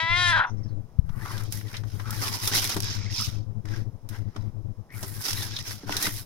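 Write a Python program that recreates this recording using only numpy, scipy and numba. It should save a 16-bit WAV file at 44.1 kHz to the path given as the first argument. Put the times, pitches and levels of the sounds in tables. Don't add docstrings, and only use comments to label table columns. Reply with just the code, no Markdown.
import sys
import numpy as np
from scipy import signal
from scipy.fft import rfft, irfft, next_fast_len
from scipy.io import wavfile
from scipy.ndimage import uniform_filter1d
from numba import njit

SR = 44100
rng = np.random.default_rng(int(sys.argv[2]) if len(sys.argv) > 2 else 0)


def dump_mix(stems):
    frames = np.atleast_2d(stems).T
    limited = np.clip(frames, -1, 1)
    pcm = np.round(limited * 32767).astype(np.int16)
    wavfile.write(sys.argv[1], SR, pcm)


N = 275625
TIME = np.arange(N) / SR


def undb(db):
    return 10 ** (np.asarray(db) / 20)


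def unit(x):
    return x / np.sqrt(np.mean(x ** 2))


def curves(table):
    times, *columns = np.transpose(table)
    return [np.interp(TIME, times, column) for column in columns]


def walk(rate_hz):
    hold = int(SR / rate_hz)
    steps = np.repeat(rng.standard_normal(N // hold + 1), hold)
    return unit(uniform_filter1d(steps, hold)[:N])


def add(track, start_s, sound):
    start = int(start_s * SR)
    part = sound[..., :N - start]
    track[..., start:start + part.shape[-1]] += part


def colour(x, points):
    size = next_fast_len(N + SR // 4)
    hz, db = np.transpose(points)
    log_grid = np.linspace(0, np.log(SR / 2), 600)
    rounded_db = uniform_filter1d(np.interp(log_grid, np.log(hz), db), size=5)
    bin_hz = np.arange(size // 2 + 1) * SR / size
    log_gain = np.log(undb(np.interp(np.log(bin_hz + 1), log_grid, rounded_db)))
    cepstrum = irfft(log_gain, size)
    cepstrum[1:size // 2] *= 2
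    cepstrum[size // 2 + 1:] = 0
    return irfft(rfft(x, size) * np.exp(rfft(cepstrum)), size)[..., :N]


def delay(x, points):
    size = next_fast_len(N + SR // 4)
    phase = np.interp(np.arange(size // 2 + 1) * SR / size, *np.transpose(points))
    return irfft(rfft(x, size) * np.exp(-1j * phase), size)[..., :N]


@njit
def resonate(x, hz, width_hz):
    y, band_state, low_state = np.empty(len(x)), 0., 0.
    for i in range(len(x)):
        tuning, damping = np.tan(np.pi * hz[i] / SR), width_hz / hz[i]
        band = (band_state + tuning * (x[i] - low_state)) / (1 + tuning * (tuning + damping))
        band_state, low_state = 2 * band - band_state, low_state + 2 * tuning * band
        y[i] = damping * band
    return y


def mode(force, hz, width_hz):
    return resonate(force, np.full(len(force), float(hz)), float(width_hz))


def echoes(x, t60_s):
    t = TIME[:SR // 3]
    tail = rng.standard_normal((2, len(t))) * np.exp(-np.log(1000) * t / t60_s)
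    tail /= np.sqrt(np.sum(tail ** 2, axis=1, keepdims=True))
    return signal.fftconvolve(np.atleast_2d(x), tail, axes=1)[:, :N]


def creak(start_s=.348, rise_s=.03):
    return np.clip((TIME - start_s) / rise_s, 0, 1)


# t/s, f/Hz
CLEAR_PITCH = [(0.0, 321.2), (0.034, 329), (0.06, 329.1), (0.18, 357.7), (0.235, 355.7), (0.285, 346.6),
               (0.319, 339), (0.328, 314), (0.338, 321.4), (0.35, 332.6)]
# t/s, f/Hz
CREAK_PITCH = [(0.366, 305.6), (0.394, 289.3), (0.455, 235.6)]
def vocal_folds(shimmer_db=10, rasp_gain=0.011, puff_s=0.0049, turbulence_db=-24,
                strain_s=.29, strain_width_s=0.031, strain_db=11.5):
    pitch, = curves(list(CLEAR_PITCH) + list(CREAK_PITCH))
    jitter = .0018 + .1 * creak()
    pulses, taps, s = np.zeros(N), np.arange(16) - 8, 0.
    for period_draw, size_draw in rng.standard_normal((200, 2)).clip(-2, 2):
        i = int(s * SR)
        offset = taps - (s * SR - i)
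        pulse = np.sinc(offset) * np.sinc(offset / len(taps) * 2)
        add(pulses, s, pulse * undb(shimmer_db * jitter[i] * size_draw))
        s += np.exp(jitter[i] * period_draw) / pitch[i]
    puffs = signal.lfilter([1], [1, -np.exp(-1 / (puff_s * SR))], pulses)
    rasp = colour(puffs * rng.standard_normal(N), [(2500, -12), (5000, 0), (10000, 16)])
    strain = undb(strain_db * np.exp(-((TIME - strain_s) / strain_width_s) ** 2))
    turbulence = undb(turbulence_db) * creak() * puffs * rng.standard_normal(N)
    closure = colour(pulses, [(4500, -1.5), (6000, -5.0), (7500, -6.5), (12000, -9)])
    return closure + rasp_gain * strain * (1 + 20 * jitter) * rasp + turbulence


def disperse(x, spread_s):
    hz = np.arange(0, SR / 2, 250)
    phase = 2 * np.pi * hz[1] * np.cumsum(spread_s * rng.random(len(hz)))
    return delay(x, np.c_[hz, phase])


def near_wall(x, lag_s=0.001199, sway_s=.00007, above_hz=3000, wall_db=-6):
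    treble = signal.sosfilt(signal.butter(2, above_hz, "high", fs=SR, output="sos"), x)
    return x + undb(wall_db) * np.interp(TIME - lag_s - sway_s * walk(14), TIME, treble)


# t/s, relative level/dB, resonance f/Hz, resonance level/dB, brightness/dB
ARTICULATION = [(0, -24.5, 2070, 20.5, 0.5), (.06, -27.5, 2034, 17.5, -4.5), (.13, -19.5, 2133, 24.5, -2),
                (.18, -23, 1990, 15.5, 0.5), (.235, -21, 1890, 18, 3), (.315, -21.5, 1845, 23, 0.5),
                (.332, -21.5, 1691, 25, -0.5), (.355, -20, 1640, 19, -5.5), (.392, -24, 1530, 11.5, -6),
                (.408, -19, 1516, 22.5, -12), (.434, -30.5, 1520, 10.5, -13), (.452, -25, 1500, 10, -24.5),
                (.463, -38.5, 1010, 3, -30), (.498, -47, 870, 19, -16), (.512, -76, 907.4, 19.5, -17)]
# f/Hz, level/dB
THROAT_RESPONSE = [(210, -48.5), (360, -30.5), (690, -12), (980, 2.5), (1200, -7.5), (1400, 2.5),
                   (1700, -3.5), (2100, -3.5), (2600, -2.5), (3100, 0), (3600, 2.5), (4300, -7.5),
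                   (5500, -16), (8000, -21), (10700, -35), (12500, -47.5), (15000, -58.5)]
def meow(mouth_width_hz=130., creak_width_hz=270., shelves_hz=(2400, 5500), box_db=-19, gain_db=1,
         stop_s=.012):
    db, mouth_hz, mouth_db, bright_db = curves(ARTICULATION)
    voice = colour(vocal_folds(), THROAT_RESPONSE)
    voice = near_wall(disperse(voice, spread_s=0.003))
    narrow, broad = resonate(voice, mouth_hz, mouth_width_hz), resonate(voice, mouth_hz, creak_width_hz)
    voice = voice + undb(mouth_db) * (narrow + creak() * (broad - narrow))
    for hz in shelves_hz:
        low = signal.sosfiltfilt(signal.butter(3, hz, fs=SR, output="sos"), voice)
        voice = low + undb(bright_db) * (voice - low)
    running_rms = np.sqrt(uniform_filter1d(voice ** 2, size=500).clip(1e-9))
    release = np.exp(-np.maximum(TIME - ARTICULATION[-1][0], 0) / stop_s)
    voice = voice / running_rms * undb(db + gain_db) * release
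    return voice + undb(box_db) * echoes(voice, t60_s=0.11)


# f/Hz, relative level/dB
AIR_SPECTRUM = [(30, -12), (140, 4), (300, -1), (600, -6), (1000, -6), (1600, -13), (2800, -18),
                (8000, -49)]
def room_tone(air_db=-64, apart_db=-11, circuit_db=-69):
    air = rng.standard_normal(N) * undb(walk(24)) + undb(apart_db) * rng.standard_normal((2, N))
    return undb(air_db) * unit(colour(air, AIR_SPECTRUM)) + undb(circuit_db) * rng.standard_normal((2, N))


# f/Hz, relative level/dB
RUMBLE_SPECTRUM = [(3, -19.5), (12, 12.5), (25, -4), (55, -6), (90, -5.5), (160, -6.5), (400, -47.5),
                   (3000, -100)]
def rumble():
    return unit(colour(rng.standard_normal(N), RUMBLE_SPECTRUM))


# onset t/s, duration/s, relative level/dB
HUM_SPURTS = [(0.024, .036, -30), (0.095, 0.064, -26), (0.169, 0.028, -27), (0.196, 0.044, -29.5),
              (0.244, 0.1, -26.5), (0.343, 0.072, -28), (0.497, 0.074, -26), (0.564, 0.072, -27),
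              (0.641, 0.048, -27.5), (0.701, 0.054, -26), (0.75, 0.069, -27.5), (0.829, 0.033, -36),
              (1.162, 0.028, -25), (1.217, 0.041, -28), (1.284, 0.033, -32), (1.322, 0.077, -26),
              (1.392, 0.076, -27.5), (1.469, 0.047, -27.5), (1.517, 0.11, -29.5), (1.625, 0.067, -28),
              (1.725, .041, -32), (1.775, 0.056, -27.5), (1.827, .07, -26.5), (1.923, .055, -25),
              (1.979, 0.073, -29), (2.056, .045, -27), (2.097, 0.055, -27), (2.158, 0.074, -26),
              (2.246, 0.044, -29), (2.293, .038, -29), (2.329, 0.053, -32), (2.418, .069, -27.5),
              (2.498, 0.094, -30), (2.585, 0.059, -31), (2.653, 0.053, -31.5), (2.743, .067, -27.5),
              (2.812, 0.057, -25), (2.876, .056, -28), (2.945, 0.086, -25.5), (3.034, 0.062, -25.5),
              (3.104, 0.041, -26), (3.18, 0.057, -28.5), (3.227, 0.031, -38), (3.273, 0.021, -21),
              (3.307, 0.14, -26), (3.459, 0.076, -28), (3.547, 0.067, -27), (3.64, .044, -29),
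              (3.681, .075, -25), (3.759, 0.084, -25), (3.854, 0.046, -26), (3.93, 0.036, -31.5),
              (4.03, 0.049, -34), (4.098, 0.055, -28.5), (4.177, 0.062, -25.5), (4.25, 0.052, -25.5),
              (4.372, 0.044, -26), (4.417, 0.089, -26), (4.535, 0.088, -28.5), (4.641, 0.036, -26),
              (4.68, .049, -28.5), (4.774, .054, -31), (4.937, 0.061, -31), (5.016, 0.032, -30),
              (5.064, 0.037, -33), (5.094, 0.05, -32.5), (5.149, 0.068, -31.5), (5.309, 0.066, -28.5),
              (5.376, 0.052, -28), (5.443, 0.038, -30.5), (5.485, 0.08, -31), (5.587, .048, -33),
              (5.672, 0.054, -33), (5.71, 0.08, -37), (5.856, .056, -30.5), (5.918, 0.084, -35),
              (6.053, 0.045, -32), (6.1, 0.092, -33), (6.196, 0.033, -34.5)]
HUM_HARMONICS = [-0.5, -18.5, -23.5, -32.5, -34.5]
# f/Hz, relative level/dB
WHIRR_SPECTRUM = [(100, -11.5), (200, -4), (330, -4), (500, -9.5), (800, -16.5), (1500, -33), (4000, -64)]
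def hum(hz=104.75, waver=0.022, roundness=1.22, flicker_db=4, whirr_db=-23, rumble_db=-10, gain_db=-4.5):
    power = np.zeros(N)
    for s, length, db in HUM_SPURTS:
        arch = np.abs(np.sin(np.linspace(0, np.pi, int(length * SR))))
        add(power, s, undb(db) ** 2 * arch ** roundness)
    envelope = np.sqrt(power) * undb(gain_db)
    phase = 2 * np.pi * np.cumsum(hz * (1 + waver * walk(35))) / SR
    tone = sum(undb(db + flicker_db * (k > 1) * walk(25)) * np.sin(k * phase)
               for k, db in enumerate(HUM_HARMONICS, start=1))
    underlay = rumble() * (uniform_filter1d(envelope, size=2500) + 0.0035)
    whirr = unit(colour(rng.standard_normal(N), WHIRR_SPECTRUM))
    return envelope * (tone + undb(whirr_db) * whirr) + undb(rumble_db) * underlay


def shove(length_s, build_share=0.54, release_s=0.029, settle_s=0.038, settle_db=-20):
    t = TIME[:SR]
    after = np.maximum(t - length_s, 0)
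    fade = np.exp(-after / release_s) + undb(settle_db) * np.exp(-after / settle_s)
    return np.minimum(t / (build_share * length_s), 1) * fade


def cracks(per_s, spread_db, burst_s, ring_s, ring_db=-4, low_hz=750, high_hz=4800):
    t, swarm = TIME[:SR // 40], np.zeros((2, N))
    fade, burst = np.exp(-t / ring_s), np.exp(-t / burst_s)
    s = 0.
    while s < TIME[-1]:
        hz = low_hz * (high_hz / low_hz) ** rng.random()
        ring = np.sin(2 * np.pi * (hz * t + rng.random((2, 1)))) * fade
        size = undb(spread_db * min(rng.exponential(), 4))
        add(swarm, s, size * (rng.standard_normal((2, len(t))) * burst + undb(ring_db) * ring))
        s += rng.exponential() / per_s
    return swarm


# onset t/s, duration/s, relative level/dB of crumpling, of crackle and of hiss
PAPER_SHOVES = [(0.454, 0.24, -69, -77, -91), (1.042, 0.22, -56.5, -68, -57),
                (1.164, 0.24, -45.5, -48, -48), (1.424, 0.053, -59.5, -52.5, -58),
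                (1.501, 0.078, -53, -46.5, -41), (1.618, 0.16, -51.5, -51, -52),
                (1.813, 0.22, -59.5, -56.5, -53.5), (2.039, 0.06, -47, -51.5, -51),
                (2.09, 0.1, -45.5, -46, -42), (2.182, 0.1, -39, -36, -33),
                (2.309, 0.042, -40.5, -34.5, -37), (2.374, .05, -54, -41, -43.5),
                (2.406, 0.08, -39, -32.5, -31), (2.498, 0.093, -34.5, -27, -29),
                (2.597, 0.053, -38.5, -31.5, -31), (2.661, 0.077, -39.5, -34, -35.5),
                (2.78, 0.17, -45.5, -36, -47.5), (2.894, 0.26, -54.5, -46.5, -72),
                (3.097, 0.16, -52, -35, -39.5), (3.204, 0.15, -57, -48.5, -59),
                (3.639, 0.14, -50.5, -52.5, -57), (4.087, 0.079, -50, -53.5, -54.5),
                (4.18, 0.2, -69, -72, -79), (4.303, 0.16, -63, -66, -70),
                (4.907, 0.1245, -52, -58.5, -46.5), (4.911, 0.31, -51.5, -51, -42),
                (5.205, 0.093, -43.5, -33.5, -32), (5.293, 0.15, -44.5, -40, -35.5),
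                (5.434, 0.16, -48.5, -42, -47.5), (5.618, 0.11, -48.5, -40.5, -38.5),
                (5.718, 0.13, -64, -53.5, -60), (5.856, 0.14, -38, -38, -40), (5.974, 0.096, -36, -34, -29),
                (6.096, 0.1, -55.5, -45, -38)]
# f/Hz, relative level/dB
CRUMPLE_SPECTRUM = [(100, -2.5), (270, 6), (400, 5.5), (520, -2), (900, 3.5), (1500, 8.5), (2100, 11.5),
                    (3200, -9), (5000, -43), (10000, -56.5)]
CRACKLE_SPECTRUM = [(1200, -41), (2400, 2), (3600, 3.5), (5200, 6.5), (6500, 3.5), (8500, -8),
                    (13000, -51.5)]
HISS_SPECTRUM = [(4000, -42.5), (7000, 8.5), (9000, 13.5), (11000, 14.5), (13500, 15.5), (16000, 10)]
def paper(crinkle_db=-3, rub_db=-12, coherent_hz=900, drift=0.21, grip_db=1.5, hiss_db=1,
          pocket_hz=1550, pocket_width_hz=110., pocket_db=3,
          sheet_hz=3700, sheet_width_hz=600., sheet_db=-6):
    crinkles = unit(cracks(per_s=170, spread_db=1.8, burst_s=0.0018, ring_s=.004, ring_db=-6))
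    dense = unit(cracks(per_s=1200, spread_db=0, burst_s=0.012, ring_s=0.013))
    swarm = dense + undb(crinkle_db) * crinkles + undb(rub_db) * rng.standard_normal((2, N))
    low = signal.sosfiltfilt(signal.butter(2, coherent_hz, fs=SR, output="sos"), swarm)
    swarm = swarm - low + low[0]
    swarm += undb(pocket_db) * resonate(swarm[0], pocket_hz * np.exp(drift * walk(9)), pocket_width_hz)
    swarm += undb(sheet_db) * resonate(swarm[1], sheet_hz * np.exp(drift * walk(14)), sheet_width_hz)
    power = np.zeros((3, N))
    for s, length, *levels_db in PAPER_SHOVES:
        add(power, s, np.outer(undb(levels_db), shove(length)) ** 2)
    layers = zip(np.sqrt(power), (CRUMPLE_SPECTRUM, CRACKLE_SPECTRUM, HISS_SPECTRUM), (0, 0, hiss_db))
    return sum(motion * undb(db + grip_db * walk(30)) * unit(colour(swarm, spectrum))
               for motion, spectrum, db in layers)


# onset t/s, duration/s, level/dB, f/Hz
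FUR_SCRAPES = [(0.462, 0.031, -59, 5940), (0.565, .015, -69, 5370), (0.629, 0.017, -63, 5400),
               (0.683, 0.012, -65, 4290), (1.09, 0.13, -57, 1280), (1.227, 0.07, -41.5, 1270),
               (1.335, 0.05, -67, 1650), (2.012, 0.12, -47, 1340), (2.845, 0.068, -49, 5470),
               (2.93, 0.18, -45, 2130), (3.079, 0.15, -38, 5250), (3.185, 0.022, -43.5, 1380),
               (4.886, 0.062, -49.5, 2020), (5.347, 0.032, -38, 3830), (5.52, 0.048, -44, 3860)]
def scrapes(base_width_hz=130, width_share=0.052, drift=0.044, grip_db=-1.5):
    singing = np.zeros(N)
    friction = cracks(per_s=1100, spread_db=1.0, burst_s=0.0027, ring_s=0.0057)[0]
    bend, grip = np.exp(drift * walk(25)), undb(grip_db * walk(60))
    for s, length, db, hz in FUR_SCRAPES:
        width_hz = float(base_width_hz + width_share * hz)
        ring = resonate(friction, hz * bend, width_hz)
        ring = resonate(ring, hz * bend, 4 * width_hz)
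        envelope = np.zeros(N)
        add(envelope, s, shove(length))
        singing += undb(db) * unit(ring * grip) * envelope
    return singing


# t/s, peak level/dB
CAMERA_BUMPS = [(0.9872, -12), (1.041, -27.5), (1.099, -26.5)]
def bumps(push_s=0.007, body_hz=82, width_hz=115):
    t, thuds = TIME[:SR // 10], np.zeros(N)
    push = np.sin(np.pi * t / push_s) ** 2 * (t < push_s)
    swing = mode(push, body_hz, width_hz)
    for s, db in CAMERA_BUMPS:
        add(thuds, s, undb(db) * swing / swing.max())
    return thuds


def tremble(peak_s=1.11, width_s=.15, level_db=-39):
    return undb(level_db) * np.exp(-((TIME - peak_s) / width_s) ** 2) * rumble()


# t/s, relative level/dB, decay/s, flap share/dB, flap f/Hz
FOLD_SNAPS = [(1.0917, -45.5, 0.0085, 8.5, 1170), (1.259, -38, 0.004, 12, 1100),
              (1.378, -28.5, 0.008, -2, 3650), (1.4346, -33, 0.0064, -20, 2200),
              (1.523, -18, .011, -18, 1830), (1.553, -29, .005, -19.5, 4500),
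              (1.61, -39.5, .008, 4.5, 1800), (1.682, -43, .01, 3, 3300), (1.741, -37.5, 0.025, 11, 2110),
              (1.767, -26, 0.0094, -2, 4100), (1.8355, -39.5, .008, 4, 1330),
              (1.996, -38, 0.021, 6.5, 1410), (2.106, -21, 0.005, -22.5, 1310),
              (2.221, -21, 0.0037, -18, 1290), (2.257, -25.5, .011, 0, 3330), (2.28, -16, 0.0062, -4, 2460),
              (2.339, -26, .005, 9, 5030), (2.352, -25, .007, -4, 4600), (2.426, -26, .005, -3, 5400),
              (2.4748, -8, 0.0066, -13, 3650), (2.481, -16, 0.0037, -13, 3000),
              (2.5477, -12.5, 0.011, -15, 4030), (2.5594, -12, 0.02, -10, 4060),
              (2.6417, -12, 0.0095, -15, 3930), (2.673, -16, .004, -10, 4000), (2.692, -16, .012, -12, 960),
              (2.765, -17.5, 0.013, -5, 890), (2.803, -13, 0.0041, -14, 1460),
              (2.823, -18, .0025, -12, 5400), (2.831, -18.5, 0.0033, -3.5, 5400),
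              (2.843, -20.5, .003, -10, 5600), (3.117, -32.5, 0.0028, 0, 5500),
              (3.21, -14.5, 0.0036, -17, 3800), (3.654, -33.5, 0.0068, -2, 1300),
              (3.6853, -38, 0.0066, 2.5, 1870), (4.0885, -30, 0.011, -13, 1640),
              (4.362, -35.5, 0.0091, 6.5, 1185), (4.903, -52.5, .007, 6, 2040),
              (5.028, -23, 0.022, -9, 1214), (5.287, -22, 0.012, -10, 3570), (5.33, -16, .008, -8, 3100),
              (5.422, -30.5, 0.01, 2.5, 3770), (5.531, -43, .008, -1, 3100),
              (5.564, -29.5, 0.0085, 10.5, 3900), (5.588, -17.5, 0.0045, -1, 3250),
              (5.625, -29, .003, -11, 3600), (5.708, -29.5, 0.012, 0.5, 1810),
              (5.893, -30, 0.005, 10, 1010), (5.923, -17.5, 0.006, 2.5, 2200),
              (5.966, -13, 0.013, -9, 4080), (6.025, -11, .012, -16, 2650),
              (6.067, -13, 0.0061, -0.5, 1560)]
def snaps(rise_s=0.000408, flap_width_hz=800, crack_db=-7, flap_db=11, grain_db=-2,
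          sparkle_db=-11, sparkle_slope=0.6149):
    t = TIME[:SR // 12]
    crack, flap, sparkle = np.zeros((3, 2, N))
    grain = unit(undb(grain_db * walk(900).clip(-1.5, 1.5)))
    for s, db, decay_s, share_db, hz in FOLD_SNAPS:
        envelope = undb(db) * (1 - np.exp(-t / rise_s)) * (1 + t / decay_s) * np.exp(-2 * t / decay_s)
        crack_noise, sparkle_noise, pushes = rng.standard_normal((3, 2, len(t)))
        add(crack, s, crack_noise * envelope * undb(crack_db))
        add(sparkle, s, sparkle_noise * envelope * undb(sparkle_db - sparkle_slope * share_db))
        sheet = np.array([mode(push, hz, flap_width_hz) for push in pushes])
        add(flap, s, sheet * envelope * undb(share_db + flap_db))
    crack = colour(crack * grain, [(500, -21.5), (2500, -2.0), (5000, 0.5), (8000, 1), (15000, -17.5)])
    sparkle = colour(sparkle * grain, [(3000, -46), (6000, -12.5), (8500, -0.5), (15000, -3)])
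    flap = colour(flap, [(300, -5.0), (1000, -6), (3500, -2.0), (9000, -13.0)])
    return crack + sparkle + flap


# t/s, relative level/dB
WALL_KNOCKS = [(2.514, -35.5), (2.762, -26.5), (4.358, -42), (5.03, -35.5), (5.833, -37.5), (5.894, -30.5),
               (5.956, -35.5), (6.07, -32)]
# f/Hz, bandwidth/Hz, level/dB
WALL_MODES = [(184, 50, 1.5), (286, 37, 5), (384, 14, -0.5), (708, 39, -6.5), (930, 100, -5),
              (1500, 280, -10)]
def knocks(contact_s=0.014, gain_db=10):
    t, force = TIME[:SR // 20], np.zeros(N)
    for s, db in WALL_KNOCKS:
        add(force, s, undb(db + gain_db) * rng.standard_normal(len(t)) * np.exp(-t / contact_s))
    return sum(undb(db) * mode(force, hz, width_hz) for hz, width_hz, db in WALL_MODES)


# f/Hz, phase/rad
RIGHT_PORT_LAG = [(0, 0.43), (700, 0.28), (1500, 1), (1850, 1.2), (2400, 0.61), (4800, 2.6), (8000, 3.76),
                  (15000, 8.4)]
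def scene(room_t60_s=.16, room_db=-14, crosstalk_db=-39):
    direct = meow() + paper() + scrapes() + snaps() + knocks()
    left, right = direct + undb(room_db) * echoes(direct, room_t60_s) + room_tone()
    camera = hum() + tremble() + bumps()
    return np.array([left + camera, delay(right, RIGHT_PORT_LAG) + undb(crosstalk_db) * camera])


# f/Hz, left level/dB, right level/dB
PORT_RESPONSES = [(98.7, 8.5, 10), (655, 7, 8), (1400, 3, -0.5), (2630, -2.5, -10), (4080, 2.5, -1.5),
                  (4520, -8.5, -1), (5100, -1, 8.5), (6350, -9.5, 4), (7870, -8, -6), (11160, -5.5, 1.5),
                  (12610, -3.5, -5.5), (15860, -4, -11.5)]
def record(dry, top_hz=15800):
    ports = np.array(PORT_RESPONSES)
    heard = np.array([colour(dry[k], ports[:, [0, k + 1]]) for k in range(2)])
    return signal.sosfilt(signal.ellip(8, .2, 70, top_hz, fs=SR, output="sos"), heard)


dry = scene()
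out = record(dry)
dump_mix(out)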